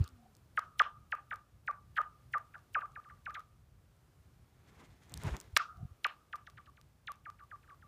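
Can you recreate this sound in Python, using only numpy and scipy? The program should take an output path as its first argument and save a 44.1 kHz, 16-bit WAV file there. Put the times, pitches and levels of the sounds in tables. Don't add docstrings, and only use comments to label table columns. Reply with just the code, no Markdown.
import sys
import numpy as np
from scipy import signal
from scipy.fft import rfft, irfft, next_fast_len
from scipy.io import wavfile
from scipy.ndimage import uniform_filter1d, map_coordinates

SR = 44100
rng = np.random.default_rng(int(sys.argv[2]) if len(sys.argv) > 2 else 0)


def transcribe(signal):
    frames = np.atleast_2d(signal).T
    limited = np.clip(frames, -1, 1)
    pcm = np.round(limited * 32767).astype(np.int16)
    wavfile.write(sys.argv[1], SR, pcm)


def boost_factor(decibels):
    exponent = np.asarray(decibels, float) / 20
    return 10 ** exponent


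N = 347067
SOUND_SPEED = 343
TOP_HZ = 15450
LEAD = SR // 4


def stones():
    # click arrival [s], chirp level [dB],
    # held tone re chirp [dB], chirp top re chirp [dB], click re chirp [dB]
    earlier = [
        (.02, -44.5, 4.4, 13.6, -6),
    ]
    # [s, dB, dB, dB, dB]
    first = [(0.5934, -26.5, 0, -25, -5), (0.8199, -17.5, -2, -9, -17), (1.1522, -29, -4, -15.5, -16.5),
             (1.342, -36, -3, -21, -11), (1.3592, -37.5, -7, -19.5, -5), (1.7125, -30, -4, -24.5, -17.5),
             (2.0007, -38.5, 1, -20, -20), (2.0089, -35, 2, -16, -28), (2.016, -27, -3.5, -18, -15),
             (2.3751, -30, -1.5, -26, -30), (2.3824, -34, -4, -20, -8), (2.581, -47, -14, -32, -10),
             (2.5921, -46, -13.5, -25.5, -12), (2.7923, -27, -4.5, -22, -30),
             (2.858, -38, -3.5, -25.5, -19), (3.0017, -44, -2.5, -18.5, -18), (3.0893, -58.5, 5.5, -12, 0),
             (3.1401, -53, -2.5, -26, -8), (3.1516, -63, 2, -10, -3), (3.2138, -73.5, -3, -18, 1),
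             (3.307, -37.5, -4, -17, -12), (3.3488, -51, -0.5, -9, 6.5), (3.3959, -43, -1.5, -6, -2),
             (3.4055, -44, -1.5, -11, -7)]
    # [s, dB, dB, dB, dB]
    second = [(5.572, -21, -4.5, -1, 8.5), (5.5738, -16, -3, 1.5, 4.5), (6.0677, -25, -3.5, -6, -8),
              (6.3576, -38.5, 0.5, -17, -2.5), (6.3635, -59, 6, 0, 14), (6.5, -47.5, -10.5, -14.5, 0.5),
              (6.5055, -64, -3, 2, 9.5), (6.605, -53.5, -1, -17, -11), (6.6144, -56, -5, -8.5, -10.5),
              (6.6987, -66, 8.5, -2, 7.5), (6.7065, -68, 1.5, -6, 0.5), (6.8138, -61.5, -6.5, -3.5, 15),
              (7.1192, -39, -2.5, -9.5, 5), (7.3014, -46, 1, -20, 2), (7.4385, -60, 4, -17, 3),
              (7.4511, -60, 1.5, -12, -9), (7.5596, -49, 3, -18, -14), (7.6803, -67.5, -10, -6, -2),
              (7.688, -68, -10, -5, -2), (7.7207, -62, 4.5, -22.5, -1.5), (7.7464, -54.5, 0, -20.5, -10),
              (7.8676, -57.5, -4.5, -16, -8)]
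    # time [s], distance [m]
    path = [(0, 2.43), (.59, 10.2), (.82, 12), (1.15, 15.64), (1.71, 18.9), (2.02, 19.8), (2.38, 21.3),
            (2.8, 23.2), (3.41, 24.2), (5.57, 3.32), (6.07, 11), (6.36, 14.8), (6.6, 16.7), (6.81, 21.5),
            (7.12, 22.1), (7.44, 26), (7.87, 25)]
    # time [s], share of pitch [1/m]
    thinning = [(3.4, 0.0047), (5.5, .001)]
    # distance [m], haze [dB], ring [dB], far answer [dB], mirrored chirp [dB]
    bank_gain = [(2.5, -29, -3.5, 11, -17.5), (3.5, -22, -10, -24, -17.5), (10, -18.5, -19.5, -38.5, -26.5),
                 (26, -18.5, -24, -37.5, -30.5)]
    detour_m, detour_s = 14, .052
    mirror_fade_s = 0.017

    out = np.zeros(N + LEAD + SR)
    reach, *gains, mirror_db = np.transpose(bank_gain)
    for k, (s, db, held_db, top_db, click_db) in enumerate([*earlier, *first, *second]):
        metres = np.interp(s, *np.transpose(path))
        upturn = np.interp(s, *np.transpose(thinning))
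        hit, before = bounce(metres, db, held_db, top_db, click_db, upturn=upturn)
        echo = signal.fftconvolve(hit, banks([np.interp(metres, reach, wet_db) for wet_db in gains]))
        start = LEAD + round(s * SR) - before
        if k >= len(earlier):
            out[start:][:len(hit)] += hit
        out[start:][:len(echo)] += echo

        mirrored_db = db + np.interp(metres, reach, mirror_db)
        mirror, before = bounce(metres + detour_m, mirrored_db, -0.91, top_db=-45, click_db=-40.5, deep_db=-40.5)
        fade = np.clip((before - np.arange(len(mirror))) / (mirror_fade_s * SR), 0, 1)
        part = out[LEAD + round((s + detour_s) * SR) - before:][:len(mirror)]
        part += (mirror * fade)[:len(part)]
    return out[LEAD:][:N]


def bounce(metres, db, held_db, top_db, click_db, match_hz=1140, deep_db=-17, upturn=0):
    # frequency [Hz], level [dB]
    crack = [(200, -30.5), (1200, -9.5), (4000, -2), (6000, -3), (9000, -10.5), (13000, -8), (15500, -29.5)]
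    travel = metres / SOUND_SPEED
    u = np.arange(round(.16 * travel * SR), round(travel * SR)) / (travel * SR)
    bend_hz = np.minimum(match_hz * (.38 / np.maximum(u - .12, .01)) ** 1.55, TOP_HZ)

    def uneven(count):
        return np.interp(np.log(bend_hz), np.linspace(6, 10, count), rng.standard_normal(count))

    def turn(hz):
        return np.sin(2 * np.pi * np.cumsum(hz[::-1])[::-1] / SR)

    knee = max(1.6 + 0.084 * metres, 1.8)
    settled_hz = (bend_hz ** knee + match_hz ** knee) ** (1 / knee)
    leak_hz = settled_hz * (1 + upturn * metres * u ** 7 + 0.02 * uneven(count=30))
    level = along([(450, held_db), (800, held_db), (1100, -1), (1500, 2.5), (2100, 0.49 * top_db), (3500, top_db),
                   (6500, 2.0 * top_db - 9.5), (9000, 1.1 * top_db - 25), (13000, 2.9 * top_db - 24.5),
                   (TOP_HZ, -90)], bend_hz)
    knots = along([(1400, 1.9), (2500, 5.57)], bend_hz) * uneven(count=34)
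    stop = np.sin(np.clip((1 - u) * travel / 0.00062, 0, 1) * np.pi / 2)
    leak = boost_factor(level + knots) * stop * turn(leak_hz)

    deep_curve = np.interp(u, [.4, .55, .75, .9, 1], [-17.5, 5, -7.5, -19.5, -28])
    deep = boost_factor(deep_db + deep_curve) * turn(bend_hz)
    click = boost_factor(click_db) * np.convolve(pulse(crack), [-1, rng.normal(0, .3), rng.normal(0, 0.067)])
    graze = np.diff(uniform_filter1d(rng.standard_normal(801), size=7))
    scuff = graze * boost_factor(np.linspace(-52, -24, num=800))
    return boost_factor(db) * np.concatenate([scuff, leak + deep, click]), len(scuff) + len(u)


def banks(wet_db):
    # delay [s], level [dB], rise [s per 20 dB], fall [s per 20 dB]
    haze_echoes = [
        (.004, -3, .02, .06),
        (.047, -2.5, 0.051, .1),
    ]
    # [s, dB, s per 20 dB, s per 20 dB]
    ring_echoes = [
        (.005, -5.5, .02, .12),
        (.046, -1, 0.032, .05),
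        (.16, -14.5, .4, .06),
        (.2, -24, .1, .4),
    ]
    # [s, dB, s per 20 dB, s per 20 dB]
    far_echoes = [
        (.17, -8.5, .06, .3),
        (.245, 0.5, 0.078, 0.083),
    ]
    # frequency [Hz], level [dB]
    haze_colour = [(300, -6), (900, 2.5), (1300, -9.5), (2200, 7), (4000, -4), (6500, -6), (9000, -17),
                   (15000, -25)]
    # frequency [Hz], 60 dB decay time [s]
    haze_t60 = [(500, 2), (2000, 0.17), (5000, 0.82), (10000, 1.1)]

    def haze_db(hz, t):
        return along(haze_colour, hz) - 60 * t / along(haze_t60, hz)

    def ring_db(hz, t):
        width_hz, skirt_hz, skirt_s = 75, 220, 0.11
        return band(hz, 1195, np.where(hz < 1195, width_hz, width_hz + skirt_hz * np.exp(-t / skirt_s))) + 0 * t

    def far_db(hz, t):
        return band(hz, 700, 55) + 0 * t

    haze = tail(haze_echoes, haze_db, patchy_db=1.5, size=256)
    ring = tail(ring_echoes, ring_db, patchy_db=3, size=512)
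    far = tail(far_echoes, far_db, patchy_db=1.5, size=1024)
    shares = [np.sqrt(width_hz / SR) for width_hz in (SR, 700, 700)]
    return sum(boost_factor(db) * share * echo for db, share, echo in zip(wet_db, shares, (haze, ring, far)))


def tail(shape, colour_db, patchy_db, size):
    hz, t, z = signal.stft(rng.standard_normal(SR // 2), SR, nperseg=size)
    patches = uniform_filter1d(rng.standard_normal(z.shape), size=4, axis=0)
    patches = uniform_filter1d(patches, size=5, axis=1)
    shaded = z * boost_factor(colour_db(hz[:, None], t) + patchy_db * unit(patches))
    wash = signal.istft(shaded, SR, nperseg=size)[1][:SR // 2]
    wash = wash * swells(shape, np.arange(len(wash)) / SR)
    return wash / np.linalg.norm(wash)


def sheet():
    # peak time [s], level [dB], rise [s per 20 dB], fall [s per 20 dB]
    sag_swell = [
        (.13, -69.5, 0.067, .3),
        (.22, -64.5, 0.23, .2),
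    ]
    sag_hz, sag_hz_per_s = 278, 215
    t = np.arange(N) / SR
    thud = boost_factor(-14.5 - 60 * t / 0.091) * np.sin(2 * np.pi * (92 * t - 120 * t * t) + 2.2)
    thud = thud * np.clip(t / 0.0087, 0, 1) * (t < .2)
    sag = np.sin(2 * np.pi * (sag_hz * t - sag_hz_per_s * t * t / 2))
    return thud + swells(sag_swell, t) * boost_factor(wobble(30)) * sag


def sleeve():
    # peak time [s], swish [dB], rise [s per 20 dB], fall [s per 20 dB], body re swish [dB]
    strokes = [
        (.02, -68.5, 0.36, 0.072, 10),
        (4.83, -65, 0.29, 0.15, 4.9),
        (5.171, -62, 0.18, 0.13, 4.2),
        (5.248, -52, 0.056, 0.2, 3.3),
        (5.286, -64.5, 0.036, 0.017, 25.7),
        (5.343, -66.5, 0.015, 0.055, 19),
        (5.4, -103, 0.19, 0.44, 2.3),
    ]
    # time [s], peak level [dB]
    snaps = [(0.0014, -57), (0.0409, -37.5), (0.0468, -55), (0.0767, -36.5), (0.0888, -50), (0.3501, -50.5),
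             (0.3665, -49.5), (2.919, -59), (3.9642, -66.5), (5.034, -52), (5.0952, -43.5), (5.1197, -42.5),
             (5.1392, -26.5), (5.1743, -30), (5.1973, -55), (5.2346, -32), (5.2703, -50), (5.2995, -58),
             (5.366, -31), (5.4008, -33), (5.4115, -34.5), (5.771, -53.5), (7.1403, -65.5), (7.1566, -58.5)]
    # frequency [Hz], level [dB]
    snap_colour = [(500, -12), (2000, -14), (4000, 1), (8000, 0.5), (12000, -10.5), (15500, -6)]
    # frequency [Hz], density [dB per Hz]
    swish_colour = [(880, -23), (1500, -9.5), (2090, -5), (2720, -15), (3340, -9.5), (4750, -16.5),
                    (6690, -16), (15500, -33)]
    # frequency [Hz], density [dB per Hz]
    body_colour = [(88, -31.5), (150, -5.5), (356, -7), (559, -15.5), (658, -13.5), (1030, -13),
                   (3000, -26.5), (3900, -64), (6600, -120)]

    clock = np.arange(N) / SR
    swish = swells([row[:4] for row in strokes], clock)
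    body = swells([(s, db + body_db, rise, fall) for s, db, rise, fall, body_db in strokes], clock)
    grain = boost_factor(3.6 * wobble(46) + 1.8 * wobble(500))
    rub = swish * unit(grain * noise(swish_colour))
    rub = rub + body * unit(boost_factor(2 * wobble(40)) * noise(body_colour))
    t = np.arange(200) / SR
    for s, db in snaps:
        burst = np.convolve(boost_factor(-60 * t / .0025) * rng.standard_normal(len(t)), pulse(snap_colour))
        rub[round((s + .001) * SR):][:len(burst)] += boost_factor(db) * burst / abs(burst).max()
    return rub


def knocks():
    # time [s], peak level [dB], pitch [Hz], half length [s]
    bumps = [
        (0.137, -53, 74.6, 0.0098),
        (5.331, -30.5, 63.3, 0.015),
        (5.541, -39.5, 77, 0.0089),
        (5.783, -48, 87.7, 0.01),
        (5.832, -37.5, 135, 0.0033),
        (5.854, -35.5, 108.5, 0.0039),
        (5.92, -45, 80.8, 0.0091),
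    ]
    t = np.arange(N) / SR
    return sum(boost_factor(db) * np.exp(-((t - s) / half) ** 2) * np.cos(2 * np.pi * hz * (t - s) + 0.25)
               for s, db, hz, half in bumps)


def air():
    # time [s], peak [dB], rise [s per 20 dB], fall [s per 20 dB]
    puffs = [
        (.015, -27.5, 0.29, 0.019),
        (.15, -59, 0.046, 0.033),
        (5.17, -48, 0.071, .08),
        (5.265, -37, 0.035, 0.039),
        (5.34, -36.5, 0.055, 0.025),
        (5.835, -48, 0.074, 0.024),
        (5.94, -77, 0.044, 0.052),
    ]
    # time [s], level [dB], half length [s]
    lulls = [
        (5.5, 0, 0.038),
        (5.68, -2.5, 0.13),
        (6.03, -8.5, 0.13),
        (6.452, -2, 0.4),
        (7.145, -2, 0.28),
    ]
    # frequency [Hz], density [dB per Hz]
    rumble = [(12, -55.5), (20, -28.5), (54, 1.5), (96, 1.5), (136, -0.5), (230, -17.5), (296, -22.5),
              (371, -23.5), (400, -26.5), (520, -49), (880, -120)]
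    # frequency [Hz], density [dB per Hz]
    hiss = [(120, -27), (200, -6.5), (371, -10), (437, -10.5), (742, -13.5), (812, -14), (1430, -16),
            (1950, -20.5), (2750, -22.5), (3750, -24.5), (15500, -30)]
    breeze_db, gusty_db, hiss_db = -64.5, .7, -73.5
    t = np.arange(N) / SR
    shelter_db = sum(db * np.exp(-((t - s) / half) ** 2) for s, db, half in lulls)
    strength = boost_factor(breeze_db + gusty_db * wobble(5) + shelter_db) + swells(puffs, t)
    buffet = strength * unit(boost_factor(2.5 * wobble(18)) * noise(rumble))
    return buffet + boost_factor(hiss_db + .5 * wobble(1) + .5 * wobble(3.3)) * noise(hiss)


def unit(x):
    return x / np.sqrt(np.mean(x ** 2) + 1e-20)


def along(points, hz):
    f, v = np.transpose(points)
    return np.interp(np.log(hz + 1), np.log(f + 1), v)


def wobble(rate):
    return map_coordinates(rng.standard_normal(int(N * rate / SR) + 4), [np.arange(N) * rate / SR])


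def noise(spectrum):
    m = next_fast_len(N + 8192)
    gain = boost_factor(along(spectrum, np.fft.rfftfreq(m, 1 / SR)))
    return unit(irfft(rfft(rng.standard_normal(m)) * gain, m)[:N])


def pulse(spectrum):
    cep = irfft(np.log(boost_factor(along(spectrum, np.fft.rfftfreq(512, 1 / SR))) + 1e-6))
    cep[1:256] *= 2
    cep[257:] = 0
    kick = irfft(np.exp(rfft(cep)))[:128]
    return kick / abs(kick).max()


def band(hz, centre_hz, width_hz):
    return -10 * np.log10(1 + ((hz - centre_hz) / width_hz) ** 4)


def swells(rows, t):
    return sum(boost_factor(db - 20 * np.maximum((s - t) / abs(rise), (t - s) / abs(fall))) for s, db, rise, fall in rows)


def scene():
    return (stones() + sheet() + sleeve() + knocks() + air())[None]


def low_pass(x):
    return signal.sosfilt(signal.butter(12, 15730, fs=SR, output="sos"), x)


def record(dry):
    narrow = irfft(rfft(dry) * (np.fft.rfftfreq(N, 1 / SR) < TOP_HZ), N)
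    return low_pass(narrow)


dry = scene()
out = record(dry)
transcribe(out)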